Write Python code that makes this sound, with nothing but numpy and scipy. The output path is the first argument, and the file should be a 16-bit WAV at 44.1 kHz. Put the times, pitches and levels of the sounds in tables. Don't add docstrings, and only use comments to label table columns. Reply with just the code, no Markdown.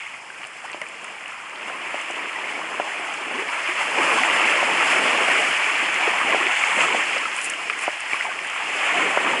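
import sys
import numpy as np
from scipy import signal
from scipy.fft import rfft, irfft
from scipy.io import wavfile

SR = 44100
rng = np.random.default_rng(int(sys.argv[2]) if len(sys.argv) > 2 else 0)


def transcribe(u):
    v = np.clip(np.atleast_2d(u).T, -1, 1)
    q = np.round(v * 32767).astype(np.int16)
    wavfile.write(sys.argv[1], SR, q)


N = 414540

# time in seconds, level of the pebble-rattle register in dB before
# splashes, bass above its usual share in dB, treble above its usual share in dB.
SURGE = [(0.0, -33.5, -7.5, -1), (0.23, -41.5, 0, 5.5), (1.15, -38, 0.5, 3), (1.54, -37, 0.5, 2.5),
         (1.7, -34, 1, 1), (2.1, -31.5, -1.5, 0.5), (2.8, -32, 1, 1.5), (3.3, -30, 0, 0.5),
         (3.92, -25.5, 0, 2), (4.02, -21.5, 1.5, 1.5), (4.3, -19.5, 0, 0.5), (4.68, -22, 0.5, 0.5),
         (4.97, -20.5, -1, 1.5), (5.2, -21.5, 1, 0.5), (5.44, -22, -3, 2), (5.89, -22.5, -4.5, -1.5),
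         (6.05, -22, -2, -0.5), (6.19, -23.5, 0.5, 0), (6.44, -22.5, -2, -2), (6.56, -22.5, -6, -0.5),
         (6.8, -21.5, -1, -0.5), (7.15, -25, -5, 0), (7.27, -27.5, -6, 1), (7.67, -30.5, -4, 3),
         (8.09, -30.5, -4.5, 2), (8.35, -31.5, -2.5, 3), (8.58, -28, -3, -0.5), (8.77, -27, -4, 2),
         (8.86, -21.5, -4, -2.5), (9.06, -23, 0.5, -1.5), (9.2, -24.5, -0.5, 0), (9.28, -23, 2, -2),
         (9.4, -24.5, -3, -1)]
# time of the extreme in seconds, lift in dB, length in seconds.
SPLASHES = [(0.442, 0, 0.033), (0.652, 4, 0.039), (1.68, 3, 0.038), (1.953, 2, 0.098), (2.177, 1.5, 0.062),
            (2.904, 1, 0.2), (3.813, 3, 0.047), (4.29, -1.5, 0.22), (4.908, 1.5, 0.045), (5.35, 1.5, 0.23),
            (6.048, 0, .1), (6.3, 1.5, 0.048), (6.822, 3, 0.056), (6.974, 1, 0.13), (7.165, 2, 0.034),
            (7.853, 3, 0.11), (8.14, 3.5, 0.13), (8.236, 2.5, 0.091), (8.84, 1, .08)]
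# peak time in seconds, lift in dB, length in seconds.
CRESTS = [(6.7, 3.5, 1), (8.95, 2, 0.85)]
REGISTER_BORDERS_HZ = (633, 1502, 3984, 6000, 8300)
SPRAY_LEVELS_DB = (-21, -18.5, -21)
# frequency in Hz, gain in dB.
HOUSING_BASS = [(30, -53), (100, -41), (150, -14.5), (320, -1), (480, -1.5), (700, -6)]
# frequency in Hz, gain in dB.
HOUSING_RESONANCES = [(900, -3), (1120, -1.5), (1450, -7), (1650, -5), (1950, -1.5), (2250, 1),
                      (2700, -0.5), (3000, -4.5), (3200, -9), (3450, -15), (3840, -26), (5200, -12.5),
                      (5760, -24.5), (7400, -14), (8100, -21), (9000, -13), (9750, -17), (10400, -16)]
# start in seconds, level in dB before the wobble,
# starting pitch in Hz, time to decay by 60 dB in seconds, glide as share of the pitch per second.
PLOPS = [(0.640, -25, 660, 0.072, 26.5), (0.650, -27, 915, .04, 38), (0.814, -27, 592, 0.071, 4),
         (1.70, -24, 700, 0.045, 8), (1.745, -22, 960, .05, 14), (3.336, -31, 260, 0.17, -4.5),
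         (3.385, -25, 364, 0.16, 4), (3.42, -23, 430, .06, 0), (3.685, -27, 339, 0.18, 2.5),
         (3.976, -23, 480, 0.061, 18), (3.995, -14, 380, 0.027, 1), (4.201, -25, 236, 0.2, 7),
         (5.085, -30, 273, 0.07, 19), (5.824, -24, 308, 0.055, 9), (6.075, -7, 410, 0.024, 11),
         (6.325, -11, 1100, 0.033, -6), (6.41, -21, 1060, 0.044, 4), (6.461, -16, 358, 0.036, 4),
         (6.785, -19, 614, .04, 2), (6.245, -17, 269, 0.039, 7), (6.401, -30, 341, 0.43, 4.5),
         (6.77, -13, 234, 0.041, -3), (6.83, -18, 980, .04, 4), (6.836, -12, 1260, 0.053, 3),
         (6.882, -11, 1150, .025, 4), (6.83, -31.5, 333.6, 0.94, 4), (7.162, -16, 550, 0.042, 1),
         (7.254, -6, 1330, 0.026, -3), (2.356, -21, 1970, 0.065, -1), (2.484, -22, 2170, .05, 9),
         (2.552, -25, 2150, 0.071, 6), (9.335, -13, 950, .04, 1), (8.143, -6, 1080, 0.017, 14),
         (8.2445, -15, 710, 0.028, 4), (8.251, -15.5, 896, 0.041, 29), (8.265, -20, 885, 0.054, -3),
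         (8.284, -18, 750, 0.037, -13), (8.128, -20, 814, .04, 4), (8.122, -22, 1150, .03, 4),
         (8.30, -16, 1560, 0.032, -3), (8.312, -21, 1150, .03, -4), (2.74, -16, 1010, 0.027, 4),
         (8.745, -33, 378, 0.12, 3.5), (8.979, -16, 320, 0.037, 23)]
# start in seconds, base level in dB,
# hardness in dB per octave, share of the free ring time.
KNOCKS = [(0.7454, -23, -5, 0.52), (1.943, -18.5, -2, 0.82), (2.101, -23.5, -9, 1.1),
          (2.7986, -13, 8, 1.15), (3.791, -26, 6, 1.2), (4.628, -14, 6, 1.1), (6.346, -10, 2, 0.79),
          (6.947, -15.5, -5, 1.1), (7.879, -11.5, 4, 1.13), (8.133, -27, -12, 1.1), (9.1733, -7.5, 8, 0.73)]
# frequency in Hz, level in dB, free time to decay by 60 dB in seconds.
BOARD_MODES = [(717, 7, 0.016), (356, -15, 0.047), (452, -9, 0.033), (608, -7.5, 0.058), (800, -4.5, 0.016),
               (950, -3.5, 0.025), (1150, -12, .02), (1425, -12, 0.028), (2400, -24, 0.0076)]
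# start in seconds, level of the ring in dB, pitch in Hz, crack against ring in dB.
CLACKS = [(0.006, -26, 2400, -7), (0.014, -29, 1980, -4), (0.031, -34, 2270, 4), (0.061, -24, 1990, -8),
          (0.0664, -19, 2190, -19.5), (0.135, -30, 2480, -2), (0.142, -23, 2100, 0),
          (0.1465, -21, 2140, -5), (0.302, -20, 1580, -7), (0.379, -23, 2500, -4), (0.417, -23, 2250, 4),
          (0.4322, -29, 2560, 19), (0.4406, -21, 2840, -1), (0.4496, -22, 2620, 6), (0.6793, -22, 1890, -9),
          (0.6985, -22, 1880, 5), (0.726, -30, 2730, -2), (0.7303, -19, 2700, 7), (0.7369, -19, 2280, 2),
          (0.8145, -20, 2650, 0), (0.8164, -12.5, 2050, 4), (0.8216, -19, 1870, -4), (0.838, -23, 1750, -3),
          (0.8656, -18, 2400, -8), (1.047, -24, 2550, 8), (1.2583, -21, 2900, 4), (1.262, -27, 2180, -2),
          (1.321, -22, 1270, -8), (1.63, -19, 2450, 8), (1.698, -18, 1370, -13), (2.1934, -14.5, 2280, -13),
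          (2.4813, -19, 2030, 3), (2.387, -17, 2400, -6), (2.5227, -16, 2100, -3), (2.7987, -16, 1510, 9),
          (3.4874, -11.5, 2200, -13), (3.9853, -9, 2220, 5), (4.234, -6, 2000, 5), (4.2991, -5, 1990, -11),
          (5.3857, -7, 2280, 3), (5.643, -3, 2400, -3), (5.663, -8, 2370, -8), (5.754, -10, 2400, -14),
          (6.4677, -8, 2100, 5), (6.637, -4, 2220, -4), (6.705, -21, 2310, -8), (6.821, -8, 2400, -5),
          (6.9253, -10, 2570, 1), (7.124, -10, 2420, -8), (7.2535, -17, 2100, 6), (7.3868, -10, 2500, 5),
          (7.536, -12, 2860, -12), (7.6989, -11.5, 1260, 12), (7.7038, -13, 2500, 1),
          (7.7072, -15, 2430, -6), (7.792, -15, 2570, 3), (7.8384, -15, 2480, 9), (8.1128, -14, 1900, -2),
          (8.132, -4.5, 2270, -5), (8.141, -8, 2300, -2), (8.148, -16, 2150, 0), (8.166, -18, 2050, -2),
          (8.174, -19, 2300, -2), (8.156, -13, 2500, -8), (8.185, -23, 2550, -6), (8.2092, -6.5, 1990, -16),
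          (8.2045, -15, 1470, -5), (8.2218, -13, 2400, 3), (8.229, -17, 2150, -4), (8.264, -25, 3050, -6),
          (8.39, -13.5, 2060, 6), (8.5944, -21, 2280, -5)]
# start in seconds, base level in dB, base pitch in Hz.
TICKS = [(0.2997, -47, 7520), (0.4415, -46, 4600), (0.4503, -45, 4500), (0.4708, -36, 9150),
         (0.7166, -36, 7940), (0.7309, -39, 4400), (0.8174, -40, 5700), (0.8155, -36, 9000),
         (0.8869, -38, 9050), (1.044, -33, 8700), (1.281, -38, 8700), (1.497, -43, 7380),
         (1.5594, -42, 4300), (2.0145, -33, 7700), (2.1101, -32, 7650), (3.1398, -33, 7600),
         (3.5947, -39, 6510), (5.9434, -28, 7110), (6.832, -33, 7500), (7.182, -30, 5000),
         (7.365, -26, 8650), (7.381, -32, 8600), (7.415, -27, 7500), (7.443, -27, 9200), (7.445, -22, 9000),
         (7.4975, -31, 7300), (7.5, -24, 7200), (7.5, -22, 9350), (7.507, -34, 8900), (7.7897, -31, 8600),
         (8.0052, -29.5, 8950), (8.4726, -34, 8910), (8.4996, -34, 6820)]
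# start in seconds, length in seconds, peak level in dB.
SCRAPES = [(7.343, 0.115, -33.5), (7.774, 0.068, -34.5)]
# start in seconds, level in dB, pitch in Hz.
THUMPS = [(0.817, -36, 220), (8.131, -37, 150), (8.982, -38, 190)]

BASS_DB, SLOSH_DB = -14, -4
SLOSH_FOLLOWS_BASS = 0.76
BASS_LUMPS_DB = 3
SWELL_RISE_SHARE = 0.85
BUBBLES_PER_S, BUBBLE_LOW_HZ, BUBBLE_HIGH_HZ = 110, 700, 2700
BUBBLE_CYCLES = 84
BUBBLE_RISE_PER_CYCLE = 0.00596
BUBBLE_SPREAD_DB = 3
STONE_T60_S = 0.015
SCRAPE_SWELL_DB, SCRAPE_RELEASE_S = 9, 0.045
NEAR_FOOT_HZ = 263
FAR_SEA_DB = -63.5
UNDERTOW_DB, UNDERTOW_FOLLOWS_BASS = -42, 1.6
CUTOFF_HZ = 10985


def wash():
    level_db, weight_db, spray_db = in_time(SURGE)
    level_db = level_db + swells(SPLASHES)

    pebbles = grains(1000.0, 2.4, 560, 3300, cycles=11.5, clump_db=2.0)
    chips = grains(500.0, 2.55, 1000, 4100, cycles=7.1, clump_db=4.5)
    fizz = grains(4000.0, 1.85, 3550, 9900, cycles=8.9, clump_db=3.0)
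    gurgles = grains(70.0, 0.66, 169.0, 860, cycles=27.0, clump_db=3.5)
    water = foam(0.3, 1.55)
    water = water + from_db(-12.5) * pebbles + from_db(-13.0) * chips
    water = water + from_db(-5.0) * fizz + from_db(-16.0) * gurgles
    water = water + from_db(-13.5) * bubbles()
    water = coloured(water[None])[0]

    low, middle, high, crest, top = REGISTER_BORDERS_HZ
    spray_low_db, spray_crest_db, spray_top_db = SPRAY_LEVELS_DB
    registers = [
        (low, "low", BASS_DB + weight_db + BASS_LUMPS_DB * drift(2.0)),
        ([low, middle], "band", SLOSH_DB + SLOSH_FOLLOWS_BASS * weight_db),
        ([middle, high], "band", 0),
        ([high, crest], "band", spray_low_db + spray_db),
        ([crest, top], "band", spray_crest_db + spray_db + swells(CRESTS)),
        (top, "high", spray_top_db + spray_db),
    ]
    total = np.zeros(N)
    for hz, kind, db in registers:
        total += rms_one(filtered(water, 4, hz, kind)) * from_db(db)
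    return from_db(level_db) * total


def foam(shared_db, own_db):
    together = drift(11.0)
    edges = np.r_[20, 90 * 2 ** np.arange(0, 7.3, .4)]
    white = rng.standard_normal((2, N))
    out = 0
    for k, (low, high) in enumerate(zip(edges, edges[1:])):
        band = filtered(white[k % 2], 2, [low, high], "band")
        out = out + band * from_db(shared_db * together + own_db * drift(24.0))
    return rms_one(out)


def grains(per_s, spread_db, low_hz, high_hz, cycles, clump_db):
    sizes = from_db(spread_db * np.minimum(rng.exponential(1, N), 4.2)) * rng.choice([-1, 1], N)
    born = rng.random(N) < per_s * from_db(clump_db * drift(9.0)) / SR
    clicks = sizes * born
    pitches = np.geomspace(low_hz, high_hz, 11)
    dealt = rng.integers(0, 11, N)
    out = np.zeros(N)
    for k, hz in enumerate(pitches):
        out += hz / SR * ring(clicks * (dealt == k), hz, cycles / hz)
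    return rms_one(out)


def bubbles():
    out = np.zeros(N)
    draws = rng.random((int(BUBBLES_PER_S * N / SR), 5))
    for k, (when, place, size, delay, centre) in enumerate(draws):
        if k % 3 == 0:
            start, pitch = when * (N / SR - .1), centre
        octave_share = pitch + 0.247 * (place - .5)
        hz = BUBBLE_LOW_HZ * (BUBBLE_HIGH_HZ / BUBBLE_LOW_HZ) ** octave_share
        db = -BUBBLE_SPREAD_DB * np.log(size + .02) + 20 * np.log10(hz / SR) / 2
        rise_per_s = BUBBLE_RISE_PER_CYCLE * hz * 2 * place
        add(out, start + .04 * delay, db, hz, BUBBLE_CYCLES / hz, rise_per_s, .003)
    return rms_one(out)


def plops():
    out = np.zeros(N)
    for s, db, hz, t60, glide in PLOPS:
        add(out, s, db, hz, t60, glide, .004)
    return out * from_db(2.7 * drift(200.0))


def board():
    out = np.zeros(N)
    chance_db = rng.normal(0, 1.5, (len(KNOCKS), len(BOARD_MODES)))
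    for (s, db, hard_db, ring_share), luck in zip(KNOCKS, chance_db):
        for (hz, mode_db, t60), luck_db in zip(BOARD_MODES, luck):
            tilt_db = hard_db * np.log2(hz / 700)
            add(out, s, db + mode_db + luck_db + tilt_db, hz, t60 * ring_share, 0, .0011)
    return out


def clacks():
    rings, contact = np.zeros(N), np.zeros(N)
    t = np.arange(900) / SR
    noise = rng.standard_normal(N)
    for s, db, hz, grit_db in CLACKS:
        add(rings, s, db, hz, STONE_T60_S, 0, .0010)
        at = round(s * SR)
        tail_db = db + grit_db - 19.0 - 60 * t / (1.1 * STONE_T60_S)
        contact[at:at + len(t)] += from_db(tail_db) * noise[at:at + len(t)]
        contact[at] += from_db(db + grit_db)
    unit = np.max(np.abs(coloured(np.eye(1, 900))))
    crack = filtered(coloured(contact[None])[0], 3, [1000, 3700], "band")
    return rings - crack / unit


def ticks():
    out = np.zeros(N)
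    for s, db, hz in TICKS:
        for ratio, part_db in [(1.005, 10.5), (0.82, 7.0), (0.934, 8.0), (0.53, -6.0)]:
            add(out, s, db + part_db, hz * ratio, .005, 0, .0004)
    return out


def scrape():
    t = np.arange(N) / SR
    strokes = np.zeros(N)
    for s, length, db in SCRAPES:
        end = s + length + SCRAPE_RELEASE_S
        corners_s = [s - .01, s, s + length, end]
        corners_db = [db - 40, db - SCRAPE_SWELL_DB, db, db - 40]
        active = (t > s - .01) * (t < end)
        strokes += active * from_db(np.interp(t, corners_s, corners_db))
    return strokes * grains(5000.0, 2.5, 7000, 10300, cycles=22.0, clump_db=-9.0)


def thumps():
    out = np.zeros(N)
    for s, db, hz in THUMPS:
        add(out, s, db, hz, .03, 0, .002)
    return filtered(out, 2, 70, "high")


def rumble():
    level_db, weight_db, _ = in_time(SURGE)
    far, deep = rng.standard_normal((2, N))
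    far = filtered(far, 2, [95, 300], "band")
    deep = filtered(deep, 3, [115, 165], "band")
    lumps_db = 2 * drift(4)
    deep_db = level_db + UNDERTOW_DB + UNDERTOW_FOLLOWS_BASS * weight_db + lumps_db
    return from_db(FAR_SEA_DB) * rms_one(far) + from_db(deep_db) * rms_one(deep)


def add(out, s, db, hz, t60, rise_per_s, attack_s):
    t = np.arange(int(t60 * SR)) / SR
    phase = 2 * np.pi * hz * (t + rise_per_s * t ** 2 / 2)
    note = np.sin(phase) * from_db(db - 60 * t / t60)
    note = note * np.minimum(t / attack_s, 1)
    at = round(s * SR)
    out[at:at + len(t)] += note[:N - at]


def ring(clicks, hz, t60):
    r = from_db(-60 / (t60 * SR))
    w = 2 * np.pi * hz / SR
    return signal.lfilter([0, np.sin(w)], [1, -2 * r * np.cos(w), r * r], clicks + 1e-18)


def coloured(x):
    hz, db = np.transpose(HOUSING_BASS + HOUSING_RESONANCES)
    grid = np.maximum(np.fft.rfftfreq(8192, 1 / SR), 1)
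    log_gain = np.interp(np.log(grid), np.log(hz), db) * np.log(10) / 20
    cepstrum = irfft(log_gain)
    cepstrum[1:4096] *= 2
    cepstrum[4097:] = 0
    response = irfft(np.exp(rfft(cepstrum)))
    return signal.oaconvolve(x, response[None], axes=1)[:, :N]


def filtered(x, order, hz, kind):
    return signal.sosfilt(signal.butter(order, hz, kind, fs=SR, output="sos"), x)


def swells(rows):
    t = np.arange(0, N, 40) / SR
    lift = np.zeros(len(t))
    for s, db, length in rows:
        half = length * np.where(t < s, SWELL_RISE_SHARE, 1) / 2
        lift += db * np.exp(-((t - s) / half) ** 2)
    return np.interp(np.arange(N) / SR, t, lift)


def drift(rate):
    r = np.exp(-80 * np.pi * rate / SR)
    noise = rng.standard_normal(N // 40 + 2002)
    slow = signal.lfilter([1], [1, -2 * r, r * r], noise)[2000:]
    return np.interp(np.arange(N) / 40, np.arange(len(slow)), rms_one(slow))


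def in_time(rows):
    s, *columns = np.transpose(rows)
    return [np.interp(np.arange(N) / SR, s, c) for c in columns]


def rms_one(x):
    return x / np.sqrt(np.mean(x ** 2) + 1e-20)


def from_db(db):
    return np.exp(np.asarray(db) * (np.log(10) / 20))


def scene():
    near = plops() - board() + clacks() + ticks() + scrape()
    near = filtered(near, 3, NEAR_FOOT_HZ, "high")
    return (wash() + rumble() + thumps() + near)[None]


def record(dry):
    rounded = 1.6 * np.tanh(dry / 1.6)
    steep = signal.ellip(11, .3, 55, CUTOFF_HZ, fs=SR, output="sos")
    return signal.sosfilt(steep, rounded)


dry = scene()
out = record(dry)
transcribe(out)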